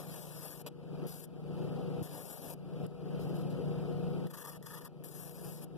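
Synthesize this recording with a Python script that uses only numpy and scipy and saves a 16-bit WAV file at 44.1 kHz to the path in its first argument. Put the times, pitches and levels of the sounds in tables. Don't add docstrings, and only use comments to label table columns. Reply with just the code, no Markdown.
import sys
import numpy as np
from scipy import signal
from scipy.fft import rfft, irfft, next_fast_len
from scipy.io import wavfile
from scipy.ndimage import uniform_filter1d, minimum_filter1d, map_coordinates

SR = 44100
rng = np.random.default_rng(int(sys.argv[2]) if len(sys.argv) > 2 else 0)


def generate_wav(sig):
    pcm = np.round(np.clip(np.atleast_2d(sig).T, -1, 1) * 32767).astype(np.int16)
    wavfile.write(sys.argv[1], SR, pcm)


def amplitude_ratio(level_db):
    exponent = np.asarray(level_db, float) / 20
    return 10 ** exponent


N = 254456
TIME = np.arange(N) / SR

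MOTOR_TONES = [51, 150.7, 177.6, 298.8, 360.7, 482.5, 777.9, 861.3, 1286.6]
# level_db, level_wander_db, pitch_wander_hz
TONE_WANDER = [(-24, 1.5, 1.7), (-5, 1, 1.197), (-3, 1, 0.74), (-23.5, 0.5, 1.5), (-20, 5.5, 2.47),
               (-11, 2, 2.5), (-33, 5, 3.98), (-32, -2, 4.22), (-30, -0.5, 9)]
# pitch_hz, level_db (per Hz)
RUMBLE_COLOUR = [(22, -30), (50, -13), (85, -10), (150, 4.5), (210, -6), (400, 1.5), (640, -8.5),
                 (1020, -21), (1300, -20), (2030, -35.5), (2800, -30), (6500, -45.5), (11000, -39),
                 (14320, -46)]
# pitch_hz, width_hz, level_db
HOUSING_RINGS = [(727, 4, -25.5), (11100, 770, -61), (2557, 370, -37.5), (3090, 220, -39),
                 (4600, 270, -38.5)]
# time_s, hiss_db
PRESSURE = [
    [(-.05, -47.5), (.09, -47), (.152, -44), (.224, -40.5), (.312, -43.5), (.404, -41.5), (.55, -40),
     (.619, -44)],
    [(.662, -42.5), (.68, -40.5)],
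    [(1.067, -45), (1.185, -40), (1.249, -42)],
    [(2.026, -42.5), (2.107, -49), (2.145, -45), (2.28, -39.5), (2.36, -41.5), (2.445, -47.5), (2.49, -43),
     (2.537, -43.5)],
    [(2.864, -41.5), (2.866, -45)],
    [(4.268, -47), (4.295, -42.5), (4.34, -42), (4.42, -39), (4.49, -39), (4.572, -48)],
    [(4.625, -39), (4.7, -40.5), (4.742, -40), (4.81, -48.5), (4.852, -38.5), (4.879, -49)],
    [(5.037, -40.5), (5.1, -41.5), (5.27, -41.5), (5.341, -48.5), (5.47, -47), (5.545, -43), (5.6, -54),
     (5.642, -43)],
]
# fade_s, rasp_db, body_db, wall_ring_db, swing_per_turn_db
STROKE_SOUND = [
    (0.011, -11.5, 1.5, -17, -0.06),
    (0.015, -1, 5.5, -11.5, 0.5),
    (0.016, -12.5, -1.5, -31, -1),
    (0.015, -12.5, 3, -21, -0.1),
    (0.009, -20, -9, -31, 7),
    (0.017, -11.5, -1.5, -2.5, 1.5),
    (0.0062, -10.5, -0.5, -2.5, 2.5),
    (0.014, -15, -3, -14.5, 0),
]
# middle_s, half_length_s, depth_db
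BOUNCES = [
    (4.288, 0.017, 19),
    (4.326, 0.0085, 14),
    (4.365, 0.0052, 6),
    (4.437, 0.0059, 6),
    (4.467, .0041, 7),
    (4.51, 0.0036, 2),
    (4.643, 0.014, 9),
    (4.679, 0.0027, 2),
    (4.804, 0.0025, 12),
    (4.834, 0.012, 7),
]
# middle_s, half_length_s, hiss_db
FINGER_WIPES = [
    (2.835, 0.026, -68),
    (3.23, 0.033, -62),
    (3.29, 0.022, -64),
    (3.388, .05, -60),
    (3.517, 0.018, -62.5),
    (5.772, 0.0055, -58),
]
# pitch_hz, level_db (per Hz)
HISS_COLOUR = [(4000, -27), (5500, -14.5), (8000, -8), (10000, -4), (11800, 1.5), (13000, -1),
               (14320, -13.5)]
# pitch_hz, level_db (per Hz)
RASP_COLOUR = [(1400, 0), (2000, -4.5), (2900, 3), (4000, 1), (5200, 2), (6500, -16.5), (8000, -10)]
# pitch_hz, level_db (per Hz)
BODY_COLOUR = [(120, -5), (250, 7), (550, 13.5), (800, 8), (1300, -3), (1900, -17), (2600, -5)]
# pitch_hz, width_hz, level_db
WALL_RINGS = [(930, 120, -4), (1190, 280, 3.5), (1460, 36, -23), (1738, 230, -0.5), (3430, 160, -7.5),
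              (6470, 1400, -13)]
# pitch_hz, level_db, phase_rad
RIGHT_CHANNEL = [(40, -2, 1.1), (100, -3, 1.6), (145, -2.2, 2.0), (185, -2.2, 1.1), (250, -1.5, -2.3),
                 (300, -6, -2.3), (350, -13, -.7), (440, -8, -.95), (700, -3, -.4), (1100, -1.2, 0),
                 (3500, -1.5, 0), (6000, -4, 0), (10000, -12.5, 0), (14500, -21, 0)]
# pitch_hz, stray_rad
PHASE_STRAY = [(40, .35), (90, 1.0), (140, .2), (190, .2), (300, 1.1), (450, .4), (1100, .4), (1700, .8),
               (5500, .9), (7000, 1.6), (14000, 1.7)]
STEREO_BANDS = [48, 56, 64, 72, 80, 88, 96, 108, 120, 132, 144, 160, 176, 186, 196, 216, 240, 264, 292, 320]


def level(x, db):
    return x * amplitude_ratio(db) / np.sqrt(np.mean(x ** 2))


def colour(x, points):
    hz, db = np.transpose(points)
    size = next_fast_len(N)
    f = np.fft.rfftfreq(size, 1 / SR) + 1
    gain = amplitude_ratio(np.interp(np.log(f), np.log(hz), db, left=-90, right=-90))
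    return level(irfft(rfft(x, size) * gain, size)[:N], 0)


def modes(x, table):
    rings = 0
    for hz, width_hz, db in table:
        b, a = signal.iirpeak(hz, hz / width_hz, SR)
        rings = rings + level(signal.lfilter(b, a, x), db)
    return rings


def walk(rate):
    k = int(SR / rate)
    steps = np.repeat(rng.standard_normal(N // k + 1), k)
    w = uniform_filter1d(uniform_filter1d(steps, k), k)[:N]
    return w / np.std(w)


def grit(flicker_db, spike_db):
    size = amplitude_ratio(spike_db * rng.exponential(size=N))
    flicker = amplitude_ratio(flicker_db * walk(220) + flicker_db * walk(30))
    return rng.standard_normal(N) * size * flicker


def motor():
    hum = 0
    for hz, (db, wander_db, wander_hz) in zip(MOTOR_TONES, TONE_WANDER):
        loudness = np.sqrt(2) * amplitude_ratio(db + wander_db * walk(16))
        phase = 2 * np.pi * np.cumsum(hz + wander_hz * walk(9)) / SR
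        hum = hum + loudness * np.sin(phase + 7 * rng.random())
    belt_hz = 27.9 + 0.69 * walk(3.26)
    throb = np.sin(2 * np.pi * np.cumsum(belt_hz) / SR)
    shake = grit(0.25, 1.85) * amplitude_ratio(0.56 * throb)
    rumble = colour(shake, RUMBLE_COLOUR) * amplitude_ratio(-4)
    return hum + rumble + modes(shake, HOUSING_RINGS)


def gate(t0, t1, rise=0.0017, fall=0.006):
    return np.clip(np.minimum((TIME - t0) / rise, (t1 - TIME) / fall + 1), 0, 1) ** 2


def contact():
    return np.array([gate(rows[0][0], rows[-1][0], fall=stroke[0])
                     for rows, stroke in zip(PRESSURE, STROKE_SOUND)])


def pressure():
    s, db = np.transpose(np.vstack(PRESSURE))
    return np.interp(TIME, s, db)


def patchy(x, patch_db, patch_hz, patch_s):
    f, t, z = signal.stft(x, SR, nperseg=256)
    field = rng.standard_normal((40, 400))
    places = np.meshgrid(f / patch_hz, t / patch_s, indexing="ij")
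    patches = map_coordinates(field, places, order=1, mode="wrap")
    return signal.istft(z * amplitude_ratio(patch_db * patches), SR, nperseg=256)[1][:N]


def sanding(press_db, on):
    _, rasp_db, body_db, ring_db, swing_db = np.transpose(STROKE_SOUND)
    drum_hz, low_spot_s = 27.5, 4.291
    throb = amplitude_ratio(-(swing_db @ on) * np.cos(2 * np.pi * drum_hz * (TIME - low_spot_s)))
    bounce = amplitude_ratio(-sum(db * np.exp(-((TIME - s) / half) ** 4) for s, half, db in BOUNCES))

    firm_db = -43
    rasp_push = amplitude_ratio(firm_db + 0.47 * (press_db - firm_db))
    body_push = amplitude_ratio(firm_db + 0.4 * (press_db - firm_db))

    grains = grit(1.2, 2.2)
    scratch = patchy(grains, patch_db=1.8, patch_hz=600, patch_s=0.04)
    wall = level(modes(modes(grains, WALL_RINGS), WALL_RINGS), 0)
    hiss = on.sum(axis=0) * amplitude_ratio(press_db) * colour(scratch, HISS_COLOUR)
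    rasp = amplitude_ratio(rasp_db + 1.5) @ on * rasp_push * colour(scratch, RASP_COLOUR)
    body = amplitude_ratio(body_db - 4.5) @ on * body_push * colour(scratch, BODY_COLOUR)
    ring = amplitude_ratio(body_db + ring_db) @ on * body_push * wall
    return amplitude_ratio(5.0) * throb * bounce * (hiss + rasp + body + ring)


def gain_control(press_db, on):
    ceiling_db, squeeze, start_db = -56, 0.86, -11
    attack_s, hold_s, recover_db_per_s = 0.0037, 0.054, 41.5
    hiss_db = press_db + 20 * np.log10(on + 1e-9)
    want = -squeeze * np.maximum(hiss_db - ceiling_db, 0)
    want[0] = start_db
    hold = int(hold_s * SR)
    want = minimum_filter1d(want, hold, origin=(hold - 1) // 2)
    ramp = recover_db_per_s * TIME
    gain_db = ramp + np.minimum.accumulate(want - ramp)
    return uniform_filter1d(gain_db, int(attack_s * SR))


def workshop(near):
    t = np.arange(SR // 4) / SR
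    tail = rng.standard_normal(len(t)) * np.exp(-np.log(1000) * t / 0.085) * (t > 0.004)
    tail = tail / np.sqrt(np.sum(tail ** 2))
    return amplitude_ratio(-47) * signal.fftconvolve(near, tail)[:N]


def wiping():
    on = sum(amplitude_ratio(db) * np.exp(-((TIME - s) / half) ** 4) for s, half, db in FINGER_WIPES)
    scratch = grit(2.5, 1.5)
    return on * (colour(scratch, HISS_COLOUR) + amplitude_ratio(-3.5) * colour(scratch, RASP_COLOUR))


def scene():
    press_db, on = pressure(), contact()
    near = sanding(press_db, on) + wiping()
    heard = motor() * amplitude_ratio(-36.5) + near + workshop(near)
    mono = heard * amplitude_ratio(gain_control(press_db, on.max(axis=0)))
    return np.array([mono, mono])


def right_channel(left):
    hz, db, phase = np.transpose(RIGHT_CHANNEL)
    f = np.fft.rfftfreq(N, 1 / SR) + 1
    place, points = np.log(f), np.log(hz)
    turn = np.interp(place, points, np.cos(phase)) + 1j * np.interp(place, points, np.sin(phase))
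    gain = amplitude_ratio(np.interp(place, points, db)) * turn / np.abs(turn)
    late_inverted = -np.exp(-2j * np.pi * f * 20 / SR)
    return irfft(rfft(left) * gain * late_inverted, N)


def joint_stereo(left, right, weak_db=-11.5, busy_db=9, makeup_db=0.8):
    frames = dict(window=np.sin(np.pi * (np.arange(2048) + 0.5) / 2048), nperseg=2048)
    f, _, (l, r) = signal.stft(np.pad([left, right], ((0, 0), (6, 0))), SR, **frames)
    count = r.shape[1]
    height = f[:, None]

    hz, rad = np.transpose(PHASE_STRAY)
    stray = np.interp(np.log(f + 1), np.log(hz), rad)[:, None]
    draws = rng.random((2, len(f) // 14 + 1, count))
    spin, luck = np.repeat(draws, 14, axis=1)[:, :len(f)]
    loose = r * amplitude_ratio(makeup_db * stray) * np.exp(1j * stray * np.sqrt(12) * (spin - 0.5))

    loose[luck < 0.3 * np.clip((height - 5500) / 3000, 0, 1)] = 0
    top_hz = np.repeat(rng.uniform(12900, 14500, count), 3)[:count]
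    loose[height > top_hz] = 0

    power = np.abs(l) ** 2
    busy = np.sqrt(power[f > 6000].sum(axis=0) / power.sum(axis=0))
    for a, b in zip(STEREO_BANDS, STEREO_BANDS[1:]):
        mid = np.sum(np.abs(l[a:b] + r[a:b]) ** 2, axis=0)
        side = np.sum(np.abs(l[a:b] - r[a:b]) ** 2, axis=0)
        wobble_db = 2.0 * np.repeat(rng.standard_normal(count), 2)[:count]
        busy_share = min(b / 110, 1.7) if b < 300 else -0.3
        weak = amplitude_ratio(weak_db + busy_db * busy * busy_share + wobble_db) ** 2
        for sign, lost in ((-1, mid < side * weak), (0.77, side < mid * weak)):
            l[a:b, lost] = (l[a:b, lost] + sign * r[a:b, lost]) / 2
            loose[a:b, lost] = sign * l[a:b, lost]
    return signal.istft(np.array([l, loose]), SR, **frames)[1][:, 6:N + 6]


def band_limit(x):
    return signal.sosfilt(signal.butter(12, 14640, fs=SR, output="sos"), x)


def record(dry):
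    mix = joint_stereo(dry[0], right_channel(dry[1]))
    return band_limit(mix)


dry = scene()
out = record(dry)
generate_wav(out)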